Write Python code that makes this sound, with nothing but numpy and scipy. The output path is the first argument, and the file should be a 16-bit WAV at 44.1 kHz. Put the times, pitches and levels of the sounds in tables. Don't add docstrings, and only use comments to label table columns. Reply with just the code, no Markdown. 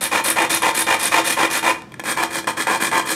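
import sys
import numpy as np
from scipy import signal
from scipy.fft import rfft, irfft
from scipy.io import wavfile
from scipy.ndimage import uniform_filter1d, map_coordinates

SR = 44100
rng = np.random.default_rng(int(sys.argv[2]) if len(sys.argv) > 2 else 0)


def output_pcm(signal):
    pcm = np.clip(np.atleast_2d(signal).T, -1, 1) * 32767
    wavfile.write(sys.argv[1], SR, np.round(pcm).astype(np.int16))


N = 138915
TIME = np.arange(N) / SR
REGRIP_S, CUTOFF_HZ = 1.9, 15500

# (frequency [Hz], width [Hz], lift [dB])
BOARD_MODES = [(329, 12.5, 11), (383, 24, -1), (510.6, 36, 6), (555.3, 21, 7), (640, 44, -0.5),
               (702, 14, 5.5), (770, 16, 3.5), (906, 24, 7), (1015, 15.6, 10), (1071, 17, 6), (1231, 14, 6),
               (1390, 16, 5.5), (1530, 34, -4), (1608, 13.4, 7.5), (1767, 78, 5), (2000, 45, 7),
               (2381, 79, 10), (2492, 57, 8.5), (2613, 140, -10), (3250, 68, 8)]
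# (frequency [Hz], width [Hz], lift [dB])
STEEL_MODES = [(3670, 130, 5), (3830, 90, -8), (4150, 130, 5.5), (5560, 36, 3.5), (6830, 44, 4.5),
               (8080, 110, 4), (8820, 190, 6.5), (9870, 220, 4.5), (10820, 120, 2.5)]


def from_db(db):
    return 10 ** (np.asarray(db) / 20)


def rms_one(x):
    return x / np.sqrt(np.mean(x ** 2) + 1e-20)


def at_hz(points, hz):
    frequencies, values = np.transpose(points)
    return np.interp(np.log(np.maximum(hz, 1)), np.log(frequencies), values)


def drift(rate_hz):
    pole = np.exp(-2 * np.pi * rate_hz / SR)
    return rms_one(signal.lfilter([1], [1, -2 * pole, pole * pole], rng.standard_normal(N + SR))[SR:])


def colour(x, spectrum, modes=(), size=16384):
    hz = np.arange(size // 2 + 1) * SR / size
    lifts = [1 + (from_db(db) ** 2 - 1) / (1 + (2 * (hz - f) / width) ** 2) for f, width, db in modes]
    magnitude = from_db(at_hz(spectrum, hz)) * np.sqrt(np.prod(lifts, axis=0))
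    cepstrum = irfft(np.log(magnitude))
    cepstrum[1:size // 2] *= 2
    cepstrum[size // 2 + 1:] = 0
    response = irfft(np.exp(rfft(cepstrum)))
    return signal.fftconvolve(x, response / np.linalg.norm(response))[:N]


def bursts(events, decay_s):
    gain = sum((TIME >= start) * from_db(db) * np.exp(-np.clip((TIME - start) / decay_s, 0, 20))
               for start, db in events)
    return gain * rng.standard_normal(N)


def room_tone():
    # (frequency [Hz], level [dB])
    spectrum = [(20, -36), (42, -32), (60, -13), (120, -1), (180, -4), (330, -4), (480, -13), (1000, -18.5),
                (2500, -26), (6000, -35), (15500, -49)]
    return from_db(-42) * colour(rng.standard_normal(N), spectrum)


def room_reverb(x, delay_s=0.0047):
    # (frequency [Hz], time to fall 60 dB [s])
    t60 = [(150, 0.66), (500, 0.36), (1500, 0.36), (4000, 0.3), (9000, 0.35), (16000, 0.041)]
    age, tail = TIME[:SR // 2], 0
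    edges = np.geomspace(60, CUTOFF_HZ, 9)
    for low, high in zip(edges, edges[1:]):
        bandpass = signal.butter(2, [low, high], "band", fs=SR, output="sos")
        band = signal.sosfilt(bandpass, rng.standard_normal(len(age)))
        tail = tail + band * np.exp(-np.log(1000) * age / at_hz(t60, np.sqrt(low * high)))
    tail = tail * np.clip(age / delay_s - 1, 0, 1)
    return from_db(-11.5) * signal.fftconvolve(x, tail / np.linalg.norm(tail))[:N]


def steadying_hand(x):
    # (frequency [Hz], width [Hz], lift [dB])
    first_grip = [(1812, 91, 5), (2796, 34, 7), (3660, 140, 4.5), (6150, 160, 2.5), (10900, 1200, 4)]
    second_grip = [(232, 210, 4), (610, 130, -2.5), (1114, 140, 2.5), (1685, 100.5, 8), (2740, 440, -2.5),
                   (3270, 90, 4.5), (8420, 520, 5), (12400, 1200, 3.5)]
    # (frequency [Hz], level [dB])
    flat = [(20, 0), (20000, 0)]
    late = TIME > REGRIP_S
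    return colour(x * ~late, flat, first_grip) + colour(x * late, flat, second_grip)


def flexing(x, depth=0.0041, rate_hz=3.96):
    lag_s = depth * drift(rate_hz) / (2 * np.pi * rate_hz)
    return map_coordinates(x, [(TIME - lag_s) * SR], order=3)


def blade_knocks():
    # (time [s], level [dB])
    knocks = [(.014, -26), (.498, -29), (.868, -17), (1.820, -31.5), (1.920, -33), (1.941, -29.5),
              (1.996, -21.5), (2.000, -22.5), (2.038, -23), (2.173, -15), (2.185, -20), (2.235, -8),
              (2.356, -19), (2.443, -25), (2.473, -13), (2.570, -27), (2.672, -15), (2.915, -17),
              (2.945, -18), (2.979, -11.5)]
    # (frequency [Hz], level [dB])
    spectrum = [(50, -23), (200, -7), (800, 5), (2200, -1.5), (3000, -7.5), (6000, -10.5), (9000, -12.5),
                (15500, -24)]
    return from_db(2) * colour(bursts(knocks, decay_s=0.0024), spectrum, BOARD_MODES + STEEL_MODES)


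def blade_chirps(width_hz=1900):
    # (time [s], level [dB], pitch [Hz])
    sticks = [(0.3017, -5.5, 11200), (0.3158, -7, 8930), (0.424, -10, 8000), (0.5467, -5, 10600),
              (0.622, -15, 10100), (0.7913, -4, 8510), (0.8074, -11, 10890), (1.0398, -9.5, 9725),
              (1.056, -5, 8870), (1.3254, -11, 8860), (1.6955, -14, 9730), (2.1141, -14.5, 8680),
              (2.3554, -12, 8050), (2.615, -25, 8814), (2.8534, -20, 8490), (2.8635, -18, 8520),
              (3.106, -10, 8730)]
    chirps = np.zeros(N)
    for start, db, hz in sticks:
        resonance = signal.iirpeak(hz, hz / width_hz, fs=SR)
        chirps += signal.lfilter(*resonance, bursts([(start, db)], decay_s=0.0015))
    return chirps


def juddering(rate_hz=94, hold_s=0.031):
    slip = drift(rate_hz)
    return np.clip(rms_one(slip - uniform_filter1d(slip, int(hold_s * SR))), -2, 2)


def effort(strokes, levels_db, release_db_per_s, late_swell_db=0, arch_db=2):
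    gain = np.zeros(N)
    for (start, length, attack_s, swell_db), db in zip(strokes[:, :4], levels_db):
        age = TIME - start
        along = np.clip(age / length, 0, 1)
        attack = np.clip(age / attack_s, 0, 1)
        slope_db = (swell_db + late_swell_db * (start > REGRIP_S)) * (along - .5)
        hump_db = arch_db * (np.sin(np.pi * along) - 2 / np.pi)
        fade_db = release_db_per_s * np.maximum(age - length, 0)
        gain = np.maximum(gain, attack * from_db(db + slope_db + hump_db - fade_db))
    return gain


def blade_zing(strokes, release_db_per_s, judder_db=4):
    # (frequency [Hz], level [dB])
    spectrum = [(1000, -36), (7000, -21.5), (8300, -2), (9400, -2), (9900, -1.5), (11500, -2), (12600, -9),
                (15500, -14.5)]
    rub = rms_one(rng.standard_normal(N) * from_db(judder_db * juddering()))
    rub = rub * effort(strokes, strokes[:, 6] - 2.5, release_db_per_s)
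    return colour(rub + blade_chirps(), spectrum, STEEL_MODES)


def teeth(strokes, teeth_per_s=820, end_speed=.7, jitter=.25, spread_db=2.5, crumble_s=0.0014):
    arch = sum(np.sin(np.pi * np.clip((TIME - start) / length, 0, 1)) for start, length in strokes[:, :2])
    speed = end_speed + (1 - end_speed) * arch
    rate = teeth_per_s * speed * np.exp(jitter * drift(teeth_per_s / 2))
    struck = np.diff(np.floor(np.cumsum(rate) / SR), prepend=0) > 0
    bites = struck * from_db(spread_db * np.clip(rng.standard_normal(N), -2, 2)) / np.sqrt(rate)
    crumble = signal.lfilter([1], [1, -np.exp(-1 / (crumble_s * SR))], bites) * rng.standard_normal(N)
    return rms_one(bites - bites.mean()), rms_one(crumble)


def sawing(strokes, growl_colour, growl_db, rasp_db, release_db_per_s):
    # (frequency [Hz], level [dB])
    rasp_colour = [(200, -49.5), (1800, -7.5), (3000, 3), (4600, 1), (6200, 0), (7400, 0), (9000, -2),
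                   (11200, -7), (13000, -10), (15500, -11.5)]
    crumble_share, dust_share = 0.62, 0.31
    growl_judder_db, rasp_judder_db = 2, 1.86
    bites, crumble = teeth(strokes)
    judder = juddering()
    force = np.sqrt(1 - crumble_share) * bites + np.sqrt(crumble_share) * crumble
    force = rms_one(force * from_db(growl_judder_db * judder))
    force *= effort(strokes, strokes[:, 4] + growl_db, release_db_per_s)
    dust_rub = rng.standard_normal(N)
    grit = np.sqrt(1 - dust_share) * crumble + np.sqrt(dust_share) * dust_rub
    grit = rms_one(grit * from_db(rasp_judder_db * judder))
    grit *= effort(strokes, strokes[:, 5] + rasp_db, release_db_per_s=574, late_swell_db=5)
    growl = colour(force, growl_colour, BOARD_MODES)
    rasp = colour(grit, rasp_colour, BOARD_MODES + STEEL_MODES)
    return growl + rasp


def pull_strokes(release_db_per_s=563):
    # (start [s], length [s], attack [s], swell [dB], growl [dB], rasp [dB], zing [dB])
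    pulls = [(0.008,0.056,0.0018,3.5,-24,-25,-23.5), (0.239,0.08,0.00084,1,-21.5,-23.5,-20.5),
             (0.495,0.082,0.0019,-0.5,-20.5,-21.5,-24), (0.737,0.085,0.012,7,-23,-24,-23.5),
             (0.985,0.093,.012,7,-23,-23.5,-27), (1.237,0.097,.014,1.5,-22,-22.5,-26.5),
             (1.498,0.083,.004,6,-21,-23.5,-28.5), (2.036,0.086,0.011,7.5,-24.5,-28,-34.5),
             (2.297,.092,0.014,7.5,-28,-30.5,-40), (2.564,0.063,0.008,3.5,-23.5,-27,-50),
             (2.797,0.076,.01,0.5,-21,-24.5,-31.5), (3.051,0.08,0.0071,8,-25.5,-27,-32.5)]
    # (frequency [Hz], level [dB])
    growl_colour = [(40, -48), (110, -22), (250, -1), (420, -3), (620, -6), (920, -2.5), (1400, -1),
                    (2450, -3.5), (2750, -6.5), (5000, -21), (16000, -48.5)]
    strokes = np.array(pulls)
    skating = sawing(strokes, growl_colour, growl_db=0.5, rasp_db=0, release_db_per_s=release_db_per_s)
    return skating + blade_zing(strokes, release_db_per_s)


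def push_strokes():
    # (start [s], length [s], attack [s], swell [dB], growl [dB], rasp [dB])
    pushes = [(.112,0.081,0.0053,2.5,-16,-24.5), (0.354,0.098,0.014,1.5,-15,-26),
              (.618,0.084,0.0046,0,-15.5,-24), (0.861,0.089,0.01,5,-15,-24.5),
              (1.11,0.092,0.013,1.5,-14,-22.5), (1.359,0.097,0.026,4.5,-15,-25),
              (1.624,0.083,0.0059,7.5,-15.5,-25), (2.163,.083,0.0095,1,-19.5,-28.5),
              (2.469,.036,0.0042,-3,-20,-28), (2.666,0.095,0.0039,-0.5,-17,-26.5),
              (2.912,.085,0.0044,3.5,-17.5,-27)]
    # (frequency [Hz], level [dB])
    growl_colour = [(40, -43), (110, -23), (250, -11), (420, -8), (620, -9), (920, -2), (1400, -8.5),
                    (2450, -10.5), (2750, -13.5), (5000, -35), (16000, -64)]
    return sawing(np.array(pushes), growl_colour, growl_db=-0.33, rasp_db=-0.5, release_db_per_s=693)


def scene():
    saw = push_strokes() + pull_strokes() + blade_knocks()
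    saw = flexing(steadying_hand(saw))
    return (saw + room_reverb(saw) + room_tone())[None]


def record(dry, ceiling=0.76):
    lowpass = signal.ellip(10, .2, 80, CUTOFF_HZ, fs=SR, output="sos")
    return signal.sosfilt(lowpass, ceiling * np.tanh(dry / ceiling))


dry = scene()
out = record(dry)
output_pcm(out)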